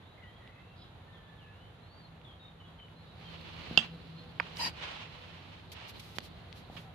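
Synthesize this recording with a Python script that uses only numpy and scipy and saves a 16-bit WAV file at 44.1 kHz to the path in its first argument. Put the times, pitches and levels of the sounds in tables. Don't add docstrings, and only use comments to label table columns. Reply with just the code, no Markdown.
import sys
import numpy as np
from scipy import signal
from scipy.fft import rfft, irfft, next_fast_len
from scipy.io import wavfile

SR = 44100
rng = np.random.default_rng(int(sys.argv[2]) if len(sys.argv) > 2 else 0)


def waveform_to_disk(signal):
    frames = np.transpose(np.atleast_2d(signal))
    scaled = np.clip(frames, -1, 1) * 32767
    samples = np.round(scaled).astype(np.int16)
    wavfile.write(sys.argv[1], SR, samples)


N = 306439
T = np.arange(N) / SR

# time in seconds, noise in dB, hum in dB.
AMBIENCE_LEVELS = [(0.0, -53.5, -92), (0.68, -53.5, -66), (2.52, -54.5, -63.5), (3.91, -53, -52),
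                   (5.79, -53.5, -60), (6.95, -51, -62)]
# frequency in Hz, density in dB per Hz.
TOWN_SPECTRUM = [(19, -35), (32, -9.5), (95, 4.5), (173, -6), (299, -12), (826, -12.5), (2400, -22),
                 (3110, -21), (3930, -21.5), (5230, -40), (7330, -41.5), (7930, -48.5), (8570, -45.5),
                 (11400, -42.5), (16000, -58)]
# frequency in Hz, width in Hz, level in dB.
HUM_RESONANCES = [(74.3, 0.98, -10.5), (164.7, 5, 0.5), (243, 9.8, -16.5), (492.6, 7.5, -14)]
# frequency in Hz, correlation from -1 to 1.
CHANNEL_LIKENESS = [(50, 1), (150, 0.92), (300, 0.72), (1000, 0.3), (3000, 0.012)]
# frequency in Hz, left-right difference in dB.
CHANNEL_LEAN = [(60, -1.5), (380, -1), (2380, -2.5), (15000, 3.5)]
# start in seconds, length in seconds, first pitch in Hz, last pitch in Hz,
# level in dB, pitch roughness in Hz.
BIRD_NOTES = [(0.03, 0.1, 3410, 3950, -67, 80), (0.175, 0.1, 2136, 1943, -60.5, 56),
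              (0.235, 0.065, 2900, 3170, -64, 79), (0.325, 0.05, 3200, 3290, -65, 30),
              (0.382, 0.23, 1920, 2076, -65, 90), (0.513, 0.21, 2524, 2720, -68.5, 29),
              (0.76, 0.07, 4900, 5050, -70, 150), (0.765, 0.08, 4150, 3950, -63, 200),
              (0.78, 0.08, 3650, 3300, -65, 250), (1.064, 0.48, 1812, 1710, -67, 4.9),
              (1.125, 0.067, 3670, 3180, -64, 120), (1.226, 0.076, 3500, 3450, -69, 66),
              (1.363, 0.093, 3750, 2610, -62, 51), (1.478, 0.2, 2540, 3055, -66.5, 20),
              (1.829, .17, 4060, 4610, -67, 25), (2.008, 0.052, 4580, 4190, -65, 38),
              (2.245, 0.085, 3600, 3190, -59, 60), (2.395, 0.09, 3790, 3670, -58.5, 29),
              (2.6, 0.04, 3060, 2950, -60, 15), (2.65, .04, 3350, 3260, -65, 58),
              (2.785, .07, 3130, 2980, -58, 30), (2.96, 0.05, 4050, 4200, -65, 60),
              (3.055, 0.05, 3700, 3850, -64, 40), (3.245, .06, 3260, 3090, -57, 40),
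              (4.16, 0.061, 4160, 4250, -59.5, 33), (6.848, 0.05, 780, 753, -57, 39)]
GLIDE_EASE, NOTE_ATTACK_SHARE, NOTE_RELEASE_S = 1.5, 0.044, 0.016
BIRD_ECHO_S, BIRD_ECHO_DB = 0.035, -12

# time of the peak in seconds, peak of the envelope in dB, rise in seconds,
# decay in seconds.
RUSTLE_BURSTS = [(5.7184, -46.5, 0.0014, 0.019), (5.895, -50.5, 0.016, 0.016),
                 (5.997, -47.5, 0.0011, 0.0093), (6.04, -58.5, 0.09, 0.13), (6.165, -53.5, 0.011, 0.013),
                 (6.187, -38.5, 0.0011, 0.0019), (6.25, -54.5, 0.022, 0.027), (6.57, -59.5, 0.019, 0.044),
                 (6.79, -61, 0.077, 0.058)]
# frequency in Hz, density in dB per Hz.
RUSTLE_SPECTRUM = [(1180, -45), (2000, -6.5), (4120, -3.5), (7980, -19.5), (12000, -16), (16000, -23)]
# start in seconds, length in
# seconds, level in dB, swell to the end in dB, darkness from 0 to 1.
SHUFFLE_DRAGS = [(2.573, 4.23, -58.5, -2.5, 0.38), (3.071, 0.78, -56.5, 11, 0.75),
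                 (4.358, 0.33, -51.5, 6.5, 0.86), (4.718, 0.12, -51.5, 8.5, 0.97),
                 (4.799, 0.26, -39.5, -9.5, 1), (5.04, 0.59, -49, -11, 0.93),
                 (5.718, 0.19, -50.5, -1, 0.92), (5.932, 0.026, -51.5, 1, 0.23), (6.2, 0.063, -56, 3, 0),
                 (6.763, 0.025, -39.5, -14, 1)]
# frequency in Hz, density in dB per Hz.
BRIGHT_SOLE_SPECTRUM = [(290, 13), (500, 6), (1730, -16), (4220, 6.5), (6060, -26), (14000, -24.5)]
DARK_SOLE_SPECTRUM = [(240, -45), (400, -12), (950, -8.5), (1500, -11.5), (2050, -10), (2940, -6.5),
                      (4200, -15), (14000, -56.5)]
DRAG_ATTACK_SHARE, DRAG_RELEASE_S = 0.28, 0.025
# start in
# seconds, peak in dB before panning, lowest frequency in Hz, highest frequency in Hz, left-right
# difference in dB.
SHORT_TICKS = [(0.476, -43, 2150, 3700, -9), (2.215, -47, 2000, 3600, -6), (2.8, -48, 2000, 3000, -5),
               (2.884, -47, 1900, 3300, -1), (4.4015, -35, 4400, 5150, -6), (4.57, -33, 3600, 5240, -12),
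               (6.1851, -23.5, 125, 3330, -24), (6.205, -39, 2500, 5030, 6), (6.5274, -34, 1840, 4400, 9),
               (6.775, -46, 2200, 3630, -23)]
TICK_DECAY_S = 0.0042

# start in seconds, drive level in dB, hardness as the highest Hz of the push.
FLOOR_THUDS = [(3.7106, -27.5, 340), (3.7762, -23.5, 1500), (6.17, -39, 493), (6.699, -38.5, 1010),
               (6.755, -42, 696), (6.778, -40, 300)]
# frequency in Hz, width in Hz, level in dB.
SLIDING_CAN_MODES = [(963, 69, 18.5), (1890, 70, 12), (2730, 94, 0), (2950, 98, 7), (4080, 57, 16),
                     (4610, 35, 18), (4850, 48, 19.5), (5030, 44, 9)]
# frequency in Hz, density in dB per Hz.
SLIDE_GRIT_SPECTRUM = [(180, -43), (300, -33), (915, -8), (3030, 7), (3580, -20), (4750, -2.5),
                       (16000, -17.5)]
SLIDE_S, SLIDE_FASTEST_S, SLIDE_STOP_S, SLIDE_DB = 4.545, 4.645, 4.715, -35
SLIDE_GRIT_DB, GRIT_STEEPNESS = -5, 0.77
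RIM_BITES_S, RIM_LENGTH_S, RIM_EDGE_S = 4.586, 0.095, 0.014
# start in seconds, peak in dB, damping by grip and floor as a divisor of the
# decay times, tilt toward the high modes in dB per octave, rattle in dB against the contact click,
# left-right difference in dB, factor on the mode frequencies, highest frequency in Hz.
CAN_BLOWS = [(3.7746, -2, 1.2, 11.5, -35, -4.5, 1.0, 7200), (3.7865, -14, 1.3, 4, -28, -12, 1.0, 6500),
             (4.3988, -11.5, 6.5, -9, -45, -6.5, 0.918, 2800), (4.4028, -22, 5, -12, -40, -6.5, 0.9, 2000)]
# frequency in Hz, level in dB,
# 60 dB decay time in seconds, left-right difference in dB.
CAN_MODES = [(746, -16.5, 0.022, 2.5), (1090, -13, 0.047, -1), (1350, -7.5, 0.056, 7),
             (1464, 0.5, 0.0097, -3), (2200, -8, 0.0049, 5), (2660, 1, 0.014, -8), (2772, 1, 0.04, -7),
             (3000, 1, 0.014, -10), (3280, 4, 0.01, -12), (3460, -3, 0.02, -5), (3750, -13, 0.0044, -18),
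             (4620, -21, 0.014, 27), (4930, -18, 0.0067, -20.5), (5700, -28, 0.015, 3),
             (7100, -28, 0.0063, 7)]
RATTLE_DIRECT_DB = 19

ROOM_T60_S, WALL_CUT_HZ = 0.33, 17000
CUTOFF_HZ = 16300


def amp(db):
    return 10 ** (np.asarray(db) / 20)


def rms_one(x):
    return x / np.sqrt(np.mean(x ** 2) + 1e-20)


def in_time(rows):
    s, *columns = np.transpose(rows)
    return [np.interp(T, s, c) for c in columns]


def at_hz(points, hz):
    point_hz, values = np.array(points)[:, 0], np.array(points)[:, 1]
    return np.interp(np.log(hz), np.log(np.maximum(point_hz, 1)), values)


def sides(pan_db):
    return amp(np.array([[pan_db / 2], [-pan_db / 2]]))


def add(out, s, sound):
    at = round(s * SR)
    out[:, at:at + sound.shape[1]] += sound[:, :N - at]


def stroke(s, length_s, attack_s, release_s, t=None):
    t = T if t is None else t
    rise = np.sin(np.pi / 2 * np.clip((t - s) / attack_s, 0, 1)) ** 2
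    return rise * np.exp(-np.maximum(t - s - length_s, 0) / release_s)


def drift(rate):
    r = np.exp(-80 * np.pi * rate / SR)
    slow = signal.lfilter([1], [1, -2 * r, r * r], rng.standard_normal(N // 40 + 2002))[2000:]
    return np.interp(np.arange(N) / 40, np.arange(len(slow)), rms_one(slow))


def ring(clicks, hz, t60):
    r, w = amp(-60 / (t60 * SR)), 2 * np.pi * hz / SR
    return signal.lfilter([0, np.sin(w)], [1, -2 * r * np.cos(w), r * r], clicks + 1e-18)


def resonance(x, hz, width_hz):
    return rms_one(ring(x, hz, np.log(1000) / np.pi / width_hz))


def grit(per_s, spread_db):
    sizes = amp(spread_db * np.minimum(rng.exponential(1, (2, N)), 5)) * rng.choice([-1, 1], (2, N))
    return rms_one(sizes * (rng.random((2, N)) < per_s / SR))


def coloured(source, spectrum, alike=None, patchy_db=0.):
    hz = np.maximum(np.fft.rfftfreq(N, 1 / SR), 1)
    alike = np.clip(at_hz(CHANNEL_LIKENESS, hz) if alike is None else alike, -1, 1)
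    opposite = np.array([[1], [-1]])
    mid, side = rfft(source) * amp(at_hz(spectrum, hz))
    pair = np.sqrt(1 + alike) * mid + np.sqrt(1 - alike) * side * opposite
    pair = pair * amp(at_hz(CHANNEL_LEAN, hz) / 2 * opposite)
    return rms_one(irfft(pair, N)) * amp(patchy_db * drift(13.0))


def ambience():
    noise_db, hum_db = in_time(AMBIENCE_LEVELS)
    town = coloured(rng.standard_normal((2, N)), TOWN_SPECTRUM, patchy_db=0.6)
    white = rng.standard_normal(N)
    hum = sum(amp(db) * resonance(white, hz, width) for hz, width, db in HUM_RESONANCES)
    return amp(noise_db) * town + amp(hum_db) * hum * sides(0.47)


def birds():
    out, hoarse = np.zeros((1, N)), drift(160)
    for s, length_s, first_hz, last_hz, level_db, rough_hz in BIRD_NOTES:
        start, stop = round(s * SR), round((s + length_s + 6 * NOTE_RELEASE_S) * SR)
        t = T[start:stop]
        remaining = 1 - np.clip((t - s) / length_s, 0, 1)
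        glide = last_hz + (first_hz - last_hz) * remaining ** GLIDE_EASE
        pitch = glide + rough_hz * hoarse[start:][:len(t)]
        note = stroke(s, length_s, NOTE_ATTACK_SHARE * length_s, NOTE_RELEASE_S, t)
        add(out, s, amp(level_db) * note[None] * np.sin(2 * np.pi * np.cumsum(pitch) / SR))
    add(out, BIRD_ECHO_S, amp(BIRD_ECHO_DB) * out.copy())
    left = out[0] * amp(3 * drift(35))
    right = np.roll(out[0], 2) * amp(3 * drift(35))
    return np.array([left, right])


def rustles():
    level = np.zeros(N)
    for s, db, rise_s, decay_s in RUSTLE_BURSTS:
        spread_s = np.where(T < s, rise_s, decay_s)
        level += amp(db) * np.exp(-((T - s) / spread_s) ** 2)
    return level * coloured(grit(per_s=25000, spread_db=3.0), RUSTLE_SPECTRUM, alike=0.05)


def shuffle():
    bright = coloured(grit(per_s=9400, spread_db=4.5), BRIGHT_SOLE_SPECTRUM, alike=0.22, patchy_db=2.0)
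    dull = coloured(grit(per_s=6600, spread_db=2.0), DARK_SOLE_SPECTRUM, alike=0.031, patchy_db=1.6)
    power = np.zeros((2, N))
    for s, length_s, level_db, swell_db, dark in SHUFFLE_DRAGS:
        swelling = amp(level_db + swell_db * np.clip((T - s) / length_s, 0, 1))
        level = swelling * stroke(s, length_s, DRAG_ATTACK_SHARE * length_s, DRAG_RELEASE_S)
        power += np.clip([[1 - dark], [dark]], 0, 1) * level ** 2
    return sides(-2.4) * (np.sqrt(power[0]) * bright + np.sqrt(power[1]) * dull)


def ticks():
    out, tail = np.zeros((2, N)), np.arange(SR // 10) / SR
    for s, peak_db, low_hz, top_hz, pan_db in SHORT_TICKS:
        noise = np.diff(rng.standard_normal((2, len(tail) + 1)))
        puff = 0.07 * noise * np.exp(-tail / TICK_DECAY_S) + (tail == 0)
        band = signal.butter(3, [low_hz, top_hz], "band", fs=SR, output="sos")
        tick = signal.sosfilt(band, puff)
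        add(out, s, amp(peak_db) * sides(pan_db) * tick / np.abs(tick).max())
    return out


def thuds():
    out, click = np.zeros((1, N)), 1e-18 + (np.arange(SR // 4) == 0)
    for s, db, top_hz in FLOOR_THUDS:
        push = signal.sosfilt(signal.butter(2, top_hz, fs=SR, output="sos"), click)
        floor = amp(-7.5) * ring(push, 172.5, 0.088) + amp(-14.5) * ring(push, 227.5, 0.2)
        floor = floor + ring(push, 300, 0.0087) - amp(2.0) * ring(push, 793, 0.017)
        add(out, s, amp(db) * floor[None])
    return out


def slide():
    grains = grit(per_s=6500, spread_db=0.5)
    body = sum(amp(db + 2.8 * drift(30)) * resonance(grains, hz, width) for hz, width, db in SLIDING_CAN_MODES)
    direct = coloured(grains, SLIDE_GRIT_SPECTRUM, alike=0.14)
    phase = np.interp(T, [SLIDE_S, SLIDE_FASTEST_S, SLIDE_STOP_S], [0, np.pi / 2, np.pi])
    speed = np.sin(phase) ** 2
    bite = stroke(RIM_BITES_S, RIM_LENGTH_S, RIM_EDGE_S, RIM_EDGE_S)
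    ringing = bite * np.sqrt(speed) * rms_one(body)
    scraping = amp(SLIDE_GRIT_DB) * speed ** GRIT_STEEPNESS * direct
    return amp(SLIDE_DB) * (ringing + scraping)


def knocks():
    out, tail = np.zeros((2, N)), np.arange(SR // 4) / SR
    for s, peak_db, damping, tilt_db, rattle_db, pan_db, pitch, top_hz in CAN_BLOWS:
        noise = rng.standard_normal(len(tail)) + 0.5 * rng.standard_normal((2, len(tail)))
        rattle = amp(rattle_db) * np.exp(-tail / 0.02) * noise
        contact = (tail == 0) + 0.2 * np.exp(-tail / 0.001) * noise + rattle
        body = np.zeros((2, len(tail)))
        for k, (hz, db, t60, lean_db) in enumerate(CAN_MODES):
            level = (-1) ** k * amp(db + tilt_db * np.log2(hz / 2800))
            body += level * sides(lean_db) * ring(contact, pitch * hz, t60 / damping)
        direct = amp(tilt_db - 12.0) * (contact + amp(RATTLE_DIRECT_DB) * rattle)
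        band = signal.butter(5, [250, top_hz], "band", fs=SR, output="sos")
        blow = sides(pan_db) * signal.sosfilt(band, body + direct)
        add(out, s, amp(peak_db) * blow / np.abs(blow).max())
    return out


def room(x):
    size = next_fast_len(N + SR)
    cycles = np.fft.rfftfreq(size)
    z = np.exp(-2j * np.pi * cycles)
    dull = np.exp(-2 * np.pi * WALL_CUT_HZ / SR)
    wall, out = (1 - dull) / (1 - dull * z), np.zeros((2, len(z)), complex)
    for k, lag in enumerate((rng.uniform(0.009, 0.042, 16) * SR).astype(int)):
        loop = amp(-60 * lag / SR / ROOM_T60_S) * wall * np.exp(-2j * np.pi * cycles * lag)
        out[k % 2] += loop / (1 - loop) * (-1) ** (k // 2)
    return irfft(out * rfft(x, size), size)[:, :N]


def scene():
    far = birds()
    near = ticks() + thuds() + slide() + knocks()
    wet = amp(-27) * near.mean(0) + amp(-11) * far.mean(0)
    return ambience() + far + rustles() + shuffle() + near + room(wet)


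def record(dry):
    dry = signal.sosfilt(signal.butter(3, 42, "high", fs=SR, output="sos"), dry)
    return signal.sosfilt(signal.cheby2(14, 80, CUTOFF_HZ, fs=SR, output="sos"), dry)


dry = scene()
out = record(dry)
waveform_to_disk(out)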